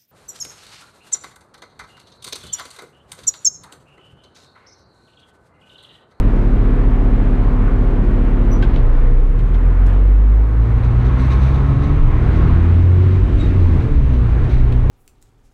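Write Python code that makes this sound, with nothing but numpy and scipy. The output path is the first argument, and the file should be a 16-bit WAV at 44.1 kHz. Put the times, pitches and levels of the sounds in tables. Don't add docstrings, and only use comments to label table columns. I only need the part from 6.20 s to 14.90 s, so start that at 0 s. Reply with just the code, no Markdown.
import sys
import numpy as np
from scipy import signal
from scipy.fft import rfft, irfft, next_fast_len
from scipy.io import wavfile
from scipy.ndimage import uniform_filter1d, minimum_filter1d

SR = 44100
rng = np.random.default_rng(int(sys.argv[2]) if len(sys.argv) > 2 else 0)


def wav_record(signal):
    frames = np.transpose(np.atleast_2d(signal))
    bounded = np.clip(frames, -1, 1)
    quanta = np.round(bounded * 32767).astype(np.int16)
    wavfile.write(sys.argv[1], SR, quanta)


def volts(x):
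    e = np.asarray(x, float) / 20
    return 10 ** e


N = 383669
T = np.arange(N) / SR

# (time [s], firing rate [Hz])
SPEED = [(0, 35), (2.48, 35), (2.65, 29.7), (2.75, 28.2), (3.0, 30.8), (3.15, 34.8), (3.27, 40.2),
         (3.7, 45.3), (4.5, 57), (5.7, 71.8), (6.9, 92.2), (7.05, 93.9), (7.28, 95.9), (7.41, 88.7),
         (7.65, 75.5), (8.13, 55.5), (8.25, 60), (8.7, 61.2)]
# (time [s], load [share 0-1])
LOAD = [
    (0, 0),
    (3.8, 0.11),
    (4.4, 0.41),
    (5.1, 1),
    (5.6, .85),
    (6.0, 0.78),
    (6.35, 0.75),
    (6.7, 0.1),
    (7.5, .05),
    (8.7, .05),
]
# (time [s], gain [dB])
GAIN = [(0, 1), (.63, -0.55), (2.2, -2), (2.5, 2), (2.76, -1.5), (3.1, -7), (3.41, -4), (3.71, -1.5),
        (3.95, -6), (4.3, -7), (4.75, -4), (5.6, -4.5), (6.2, -0.5), (6.8, -3.5), (7.5, -2), (7.85, -5),
        (8.3, -1.5), (8.7, -5)]
# (multiple of the firing rate, level [dB])
WEAK_ORDERS = [(.667, -45), (1.333, -31), (1.667, -38), (2.833, -38), (3, -25), (3.333, -35), (5, -39),
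               (6, -32), (7, -38), (8, -35), (9, -40), (10, -42), (12, -43), (14, -45)]
# (centre [Hz], width [Hz], level [dB])
BOOMS = [(28.85, 12, -8.5), (47.2, 20, -8.5), (65.6, 7, -14), (87.9, 14.3, -8), (118.4, 15.7, -4.5),
         (135.7, 14, -9), (144.2, 9.7, -11.5), (162.6, 15, -12), (213, 40, -18.5), (254.3, 24, -13.5),
         (287.7, 30, -10.5), (329.4, 20, -14), (368, 39, -14.5), (444, 60, -7)]
# (multiple of the hum, level [dB])
HUM = [(1, -17), (2, -34), (3, -45), (4, -37), (5, -29), (6, -47), (7, -40), (8, -37), (9, -47), (10, -46),
       (11, -47), (12, -47), (13, -50), (14, -46), (15, -52), (16, -57), (17, -63), (18, -52), (19, -60),
       (20, -63)]
# (time [s], body level [dB], floor level [dB], length [s])
BUMPS = [(2.415, -38.5, -32, 0.29), (3.12, -40.5, -28, 0.23), (4.497, -32.5, -35, 0.17),
         (4.729, -23.5, -38, 0.2), (5.001, -23.5, -33.5, 0.17), (5.168, -21.5, -38, 0.11),
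         (5.363, -20.5, -32, 0.77), (5.792, -16.5, -36.5, 0.15), (6.2, -19.5, -29.5, 0.22),
         (6.531, -23.5, -37, 0.092), (6.949, -12, -32, 0.36), (7.5, -24, -27.5, 0.2), (7.692, -11, -35, .3),
         (8.175, -12.5, -28, .15), (8.316, -10.5, -30, 0.11), (8.551, -16, -35, .2)]
# (centre [Hz], width [Hz], level [dB])
BODY = [(27.56, 4.3, -2), (19.3, 5, -17), (51.5, 18, -5.5)]
# (centre [Hz], width [Hz], level [dB])
FLOOR = [(91.6, 25, 1.5), (121.3, 25, 1.5), (155.6, 81, -4.5)]
# (idle level [dB], share of camera gain [dB/dB], at full load [dB], gear held [dB], high revs [dB])
ROAR = [(-29, .8, 0.5, 0.95, 5), (-37, 0.97, 4, 0.65, -0.6), (-36, 1.1, 5, 1, -0.5),
        (-52.5, 0.92, 1, 4, 2.3)]
# (edge [Hz], ...)
ROAR_EDGES_HZ = (170, 450, 900, 2500, 8000)
# (frequency [Hz], density [dB per Hz])
ROAR_COLOUR = [(6, -55.5), (22, -56.5), (45, -52), (100, -54.5), (185, -59.5), (260, -58), (460, -65.5),
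               (560, -68.5), (1100, -72), (2300, -82), (4000, -94.5), (5200, -103), (10000, -116),
               (16500, -135)]
# (centre [Hz], width [Hz], level [dB])
PANELS = [(1086, 73, -0.5), (1283, 65, -7), (963, 120, -8.5), (2120, 390, -13.5)]
# (centre [Hz], width [Hz], level [dB])
CABIN = [(478, 45, 0), (410, 40, -5), (295, 40, -3)]
# (centre [Hz], width [Hz], level [dB])
GLASS = [(3830, 600, 1), (6130, 560, -6.5)]
# (time [s], dull level [dB], bright level [dB], 60 dB decay [s])
RATTLES = [(2.424, -27, -52, .1), (2.5386, -37, -64, .1), (2.558, -35, -64, .13), (3.187, -43, -58, .12),
           (3.342, -44, -58, .12), (3.6625, -46, -46, .08), (3.6887, -48, -57, .1), (3.7294, -47, -58, .1),
           (7.188, -48, -53, .04), (8.24, -43, -60, .11), (8.521, -39, -52, .13)]
# (frequency [Hz], level [dB], 60 dB decay [s])
VALVE = [(1550, -15, .06), (1150, -26, .05), (3250, -26, .03)]
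# (time [s], level [dB], length [s])
SHUDDERS = [(4.63, -53, .05), (4.791, -55, .04), (4.842, -52, 0.067), (4.93, -54, .7), (4.985, -50, .07),
            (5.101, -47, 0.049), (5.21, -52, 0.046), (5.255, -55, .06), (5.338, -58, 0.043),
            (5.618, -53.5, .06), (6.131, -53, .08), (7.17, -52, 0.14), (7.39, -57.5, 0.12),
            (7.588, -56, 0.078), (7.733, -58, 0.064), (7.92, -56, 0.069), (8.285, -49, 0.13)]
# (centre [Hz], width [Hz], level [dB])
TRIM = [(2170, 830, 4.5), (3830, 1100, -1), (6000, 900, -11), (8000, 1800, -18.5), (11000, 1500, -22.5)]
# (time [s], length [s], pitch [Hz], level [dB], 60 dB tail [s])
SQUEAKS = [
    (2.308, .036, 5900, -41, .15),
    (7.197, .014, 3800, -39, .26),
    (4.845, .03, 6100, -62, .1),
]
# (frequency [Hz], level [dB])
WHINES = [(7800, -91), (11670, -90), (15566, -92.5), (15633, -92.5)]

AWAY_S = 2.45, 2.7
GRIP_S = 4.3, 4.5


def curves(table):
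    s, *columns = np.transpose(table)
    return [np.interp(T, s, c) for c in columns]


def ramp(x, ends):
    return np.clip((x - ends[0]) / (ends[1] - ends[0]), 0, 1)


def unit(x):
    return x / np.sqrt(np.mean(x ** 2))


def walk(rate):
    hold = int(SR / rate)
    steps = np.repeat(rng.standard_normal(N // hold + 1), hold)
    return 1.6 * uniform_filter1d(uniform_filter1d(steps, hold), hold)[:N]


def tone(turns, db, rough_db, rate):
    size = np.sqrt(2) * volts(db + rough_db * walk(rate))
    return size * np.sin(2 * np.pi * turns + 0.039 * rough_db * walk(rate))


def band(lo_hz, hi_hz):
    edges = signal.butter(3, (lo_hz, hi_hz), "band", fs=SR, output="sos")
    return unit(signal.sosfilt(edges, rng.standard_normal(N)))


def ring(x, hz, width_hz):
    return signal.lfilter(*signal.iirpeak(hz, hz / width_hz, fs=SR), x)


def resonators(modes, level, flicker_db, rate):
    out = np.zeros(N)
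    for hz, width_hz, db in modes:
        noise = rng.standard_normal(N)
        mode = unit(ring(ring(noise, hz, width_hz), hz, width_hz))
        out += volts(db + flicker_db * walk(rate)) * mode
    return level * out


def since(s):
    return np.arange(min(N - int(s * SR), SR)) / SR


def add(out, s, x):
    start = int(s * SR)
    out[start:start + len(x)] += x


def swells(events):
    push = np.zeros(N)
    for s, db, length in events:
        t = since(s) / (.3 * length)
        add(push, s, volts(db) * np.e * t * np.exp(-t))
    return push


def boom_db(hz):
    grid = np.arange(1., 1500)
    power = volts(2 * -27.5)
    for centre, width, db in BOOMS:
        power = power + volts(2 * db) / (1 + (2 * (grid - centre) / width) ** 2) ** 2
    return np.interp(hz, grid, 10 * np.log10(power))


def engine(hz, load, gain_db, away, grip):
    turns = np.cumsum(hz) / SR
    half_db = -32 + 17 * grip
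    second_db = -12.5 + 4 * load
    fourth_db = -18.5 + 4 * grip + .7 * gain_db
    out = tone(turns, boom_db(hz), .4, 8)
    out += tone(3 / 2 * turns, boom_db(3 / 2 * hz) + half_db, 1.1, 8)
    out += tone(2 * turns + .2, boom_db(2 * hz) + second_db, .9, 8)
    out += tone(4 * turns + .3, boom_db(4 * hz) + fourth_db, .8, 8)
    lift_s, lift_width_s, lift_db = 7.19, 0.13, -6.5
    out *= volts(lift_db * np.exp(-((T - lift_s) / lift_width_s) ** 2))
    weak_db = 1 - 11 * away + 6 * grip + 0.68 * gain_db
    muffled_db = .028 * np.maximum(hz - hz[0], 0)
    for multiple, db in WEAK_ORDERS:
        lift = .6 * (boom_db(multiple * hz) - boom_db(multiple * hz[0])) - muffled_db * multiple
        exact = np.round(6 * multiple) / 6
        out += tone(exact * turns + rng.random(), db + weak_db + lift, 1.1, 8)
    return out


def pump(gain_db, away, grip):
    hum_hz, ease_s = 49.93, (6.3, 6.7)
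    low_db = 1.2 * gain_db + 4 * grip - 10 * ramp(T, ease_s)
    high_db = 0.63 * gain_db - 7.5 * away + 1.5
    out = tone(hum_hz * T, HUM[0][1] + low_db, .6, 6)
    for multiple, db in HUM[1:]:
        out += tone(np.round(multiple) * hum_hz * T + rng.random(), db + high_db, .7, 6)
    return out


def chassis(load, grip):
    s, body_db, floor_db, length = np.transpose(BUMPS)
    rolling_s = np.maximum(T - AWAY_S[0], 0)
    shake = volts(-40.5 + 3.5 * rolling_s) + swells(zip(s, body_db, length))
    boards = volts(-41 + 9 * grip + 1.5 * load) + swells(zip(s, floor_db, length))
    return resonators(BODY, shake, 2.2, 5) + resonators(FLOOR, boards, 1.5, 6)


def roar(hz, load, gain_db, grip):
    high_revs = ramp(hz, (57.5, 94))
    bands_db = np.array(ROAR) @ [np.ones(N), gain_db, load, grip, high_revs]
    size = next_fast_len(N)
    bins_hz = np.arange(1, size // 2 + 2) * SR / size
    colour_hz, colour_db = np.transpose(ROAR_COLOUR)
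    colour = volts(np.interp(np.log(bins_hz), np.log(colour_hz), colour_db))
    spectrum = rfft(rng.standard_normal(size)) * colour
    edges = np.array(ROAR_EDGES_HZ)
    power = []
    for lo, hi in zip(edges, edges[1:]):
        inside = (bins_hz > lo) & (bins_hz < hi)
        power.append(2 * np.sum(abs(spectrum[inside]) ** 2) / size ** 2)
    gains_db = bands_db - 10 * np.log10(power)[:, None]
    centres = np.log2(edges[1:] * edges[:-1]) / 2
    out = np.zeros(N)
    for octave in np.arange(3, 14.5, .5):
        share = np.array([np.interp(octave, centres, row) for row in np.eye(len(centres))])
        window = np.clip(1 - 2 * abs(np.log2(bins_hz) - octave), 0, 1)
        out += volts(share @ gains_db + 0.88 * walk(9)) * irfft(spectrum * window, size)[:N]
    return out


def shell(hz, load, away, grip):
    lugging = ramp(hz, (36, 31))
    air_db = -45 + 7 * lugging + 2.5 * away - 5 * grip
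    glass_db = -71.5 + 5 * grip + 4 * load
    panels = resonators(PANELS, volts(-54.5 + 18 * load), 1.0, 12)
    air = resonators(CABIN, volts(air_db), 0.54, 8.9)
    return panels + air + resonators(GLASS, volts(glass_db), 1.3, 15)


def rattles():
    dull, bright = band(1200, 3700), ring(band(4300, 12500), 6500, 6000)
    contacts, out = volts(1.5 * walk(400)), np.zeros(N)
    for s, dull_db, bright_db, t60 in RATTLES:
        t = since(s)
        here = slice(int(s * SR), int(s * SR) + len(t))
        burst = (volts(dull_db) * dull[here] + volts(bright_db) * bright[here]) * contacts[here]
        tick = .8 * np.exp(-t / .003)
        onset = 1 - np.exp(-t / .002)
        add(out, s, (volts(-1.5 - 60 * t / t60) + tick) * onset * burst)
    return out


def brake_valve():
    release_s, out = 2.425, np.zeros(N)
    t = since(release_s)
    for hz, db, t60 in VALVE:
        decay = volts(db - 60 * t / t60) * (1 - np.exp(-t / .004))
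        add(out, release_s, decay * np.sin(2 * np.pi * hz * t))
    return out


def shudders():
    return resonators(TRIM, swells(SHUDDERS), 1.5, 120)


def squeaks():
    flutter, drift, out = volts(2.6 * walk(200)), walk(250), np.zeros(N)
    for s, length, hz, db, t60 in SQUEAKS:
        t = since(s)
        here = slice(int(s * SR), int(s * SR) + len(t))
        tail_s = np.maximum(t - length, 0)
        bend = 1 + .018 * np.exp(-t / length) + .005 * drift[here]
        phase = 2 * np.pi * .99 * hz * np.cumsum(bend) / SR
        shape = np.clip(t / (.4 * length), 0, 1) * volts(db - 60 * tail_s / t60)
        fading = volts(-19.5 - 200 * tail_s)
        overtones = np.sin(2 * phase) + .6 * np.sin(2.1 * phase)
        add(out, s, shape * flutter[here] * (np.sin(phase) + fading * overtones))
    return out


def electronics():
    whine = sum(tone(hz * T, db, 3.0, 40) for hz, db in WHINES)
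    return whine + volts(-70) * band(6000, 11000)


def scene():
    (hz,), (load,), (gain_db,) = curves(SPEED), curves(LOAD), curves(GAIN)
    away, grip = ramp(T, AWAY_S), ramp(T, GRIP_S)
    drive = engine(hz, load, gain_db, away, grip) + pump(gain_db, away, grip)
    body = chassis(load, grip) + roar(hz, load, gain_db, grip) + shell(hz, load, away, grip)
    events = rattles() + brake_valve() + shudders() + squeaks()
    return (drive + body + events + electronics())[None]


def low_pass(x):
    return signal.sosfilt(signal.butter(12, 15750, fs=SR, output="sos"), x)


def record(dry):
    peaks = -minimum_filter1d(-abs(dry), size=3000)
    envelope = uniform_filter1d(peaks, size=3000)
    limited = dry * np.minimum(1, 0.64 / (envelope + 1e-9)) ** 0.5
    mix = np.tanh(0.59 * limited) / 0.59
    return low_pass(mix)


dry = scene()
out = record(dry)
wav_record(out)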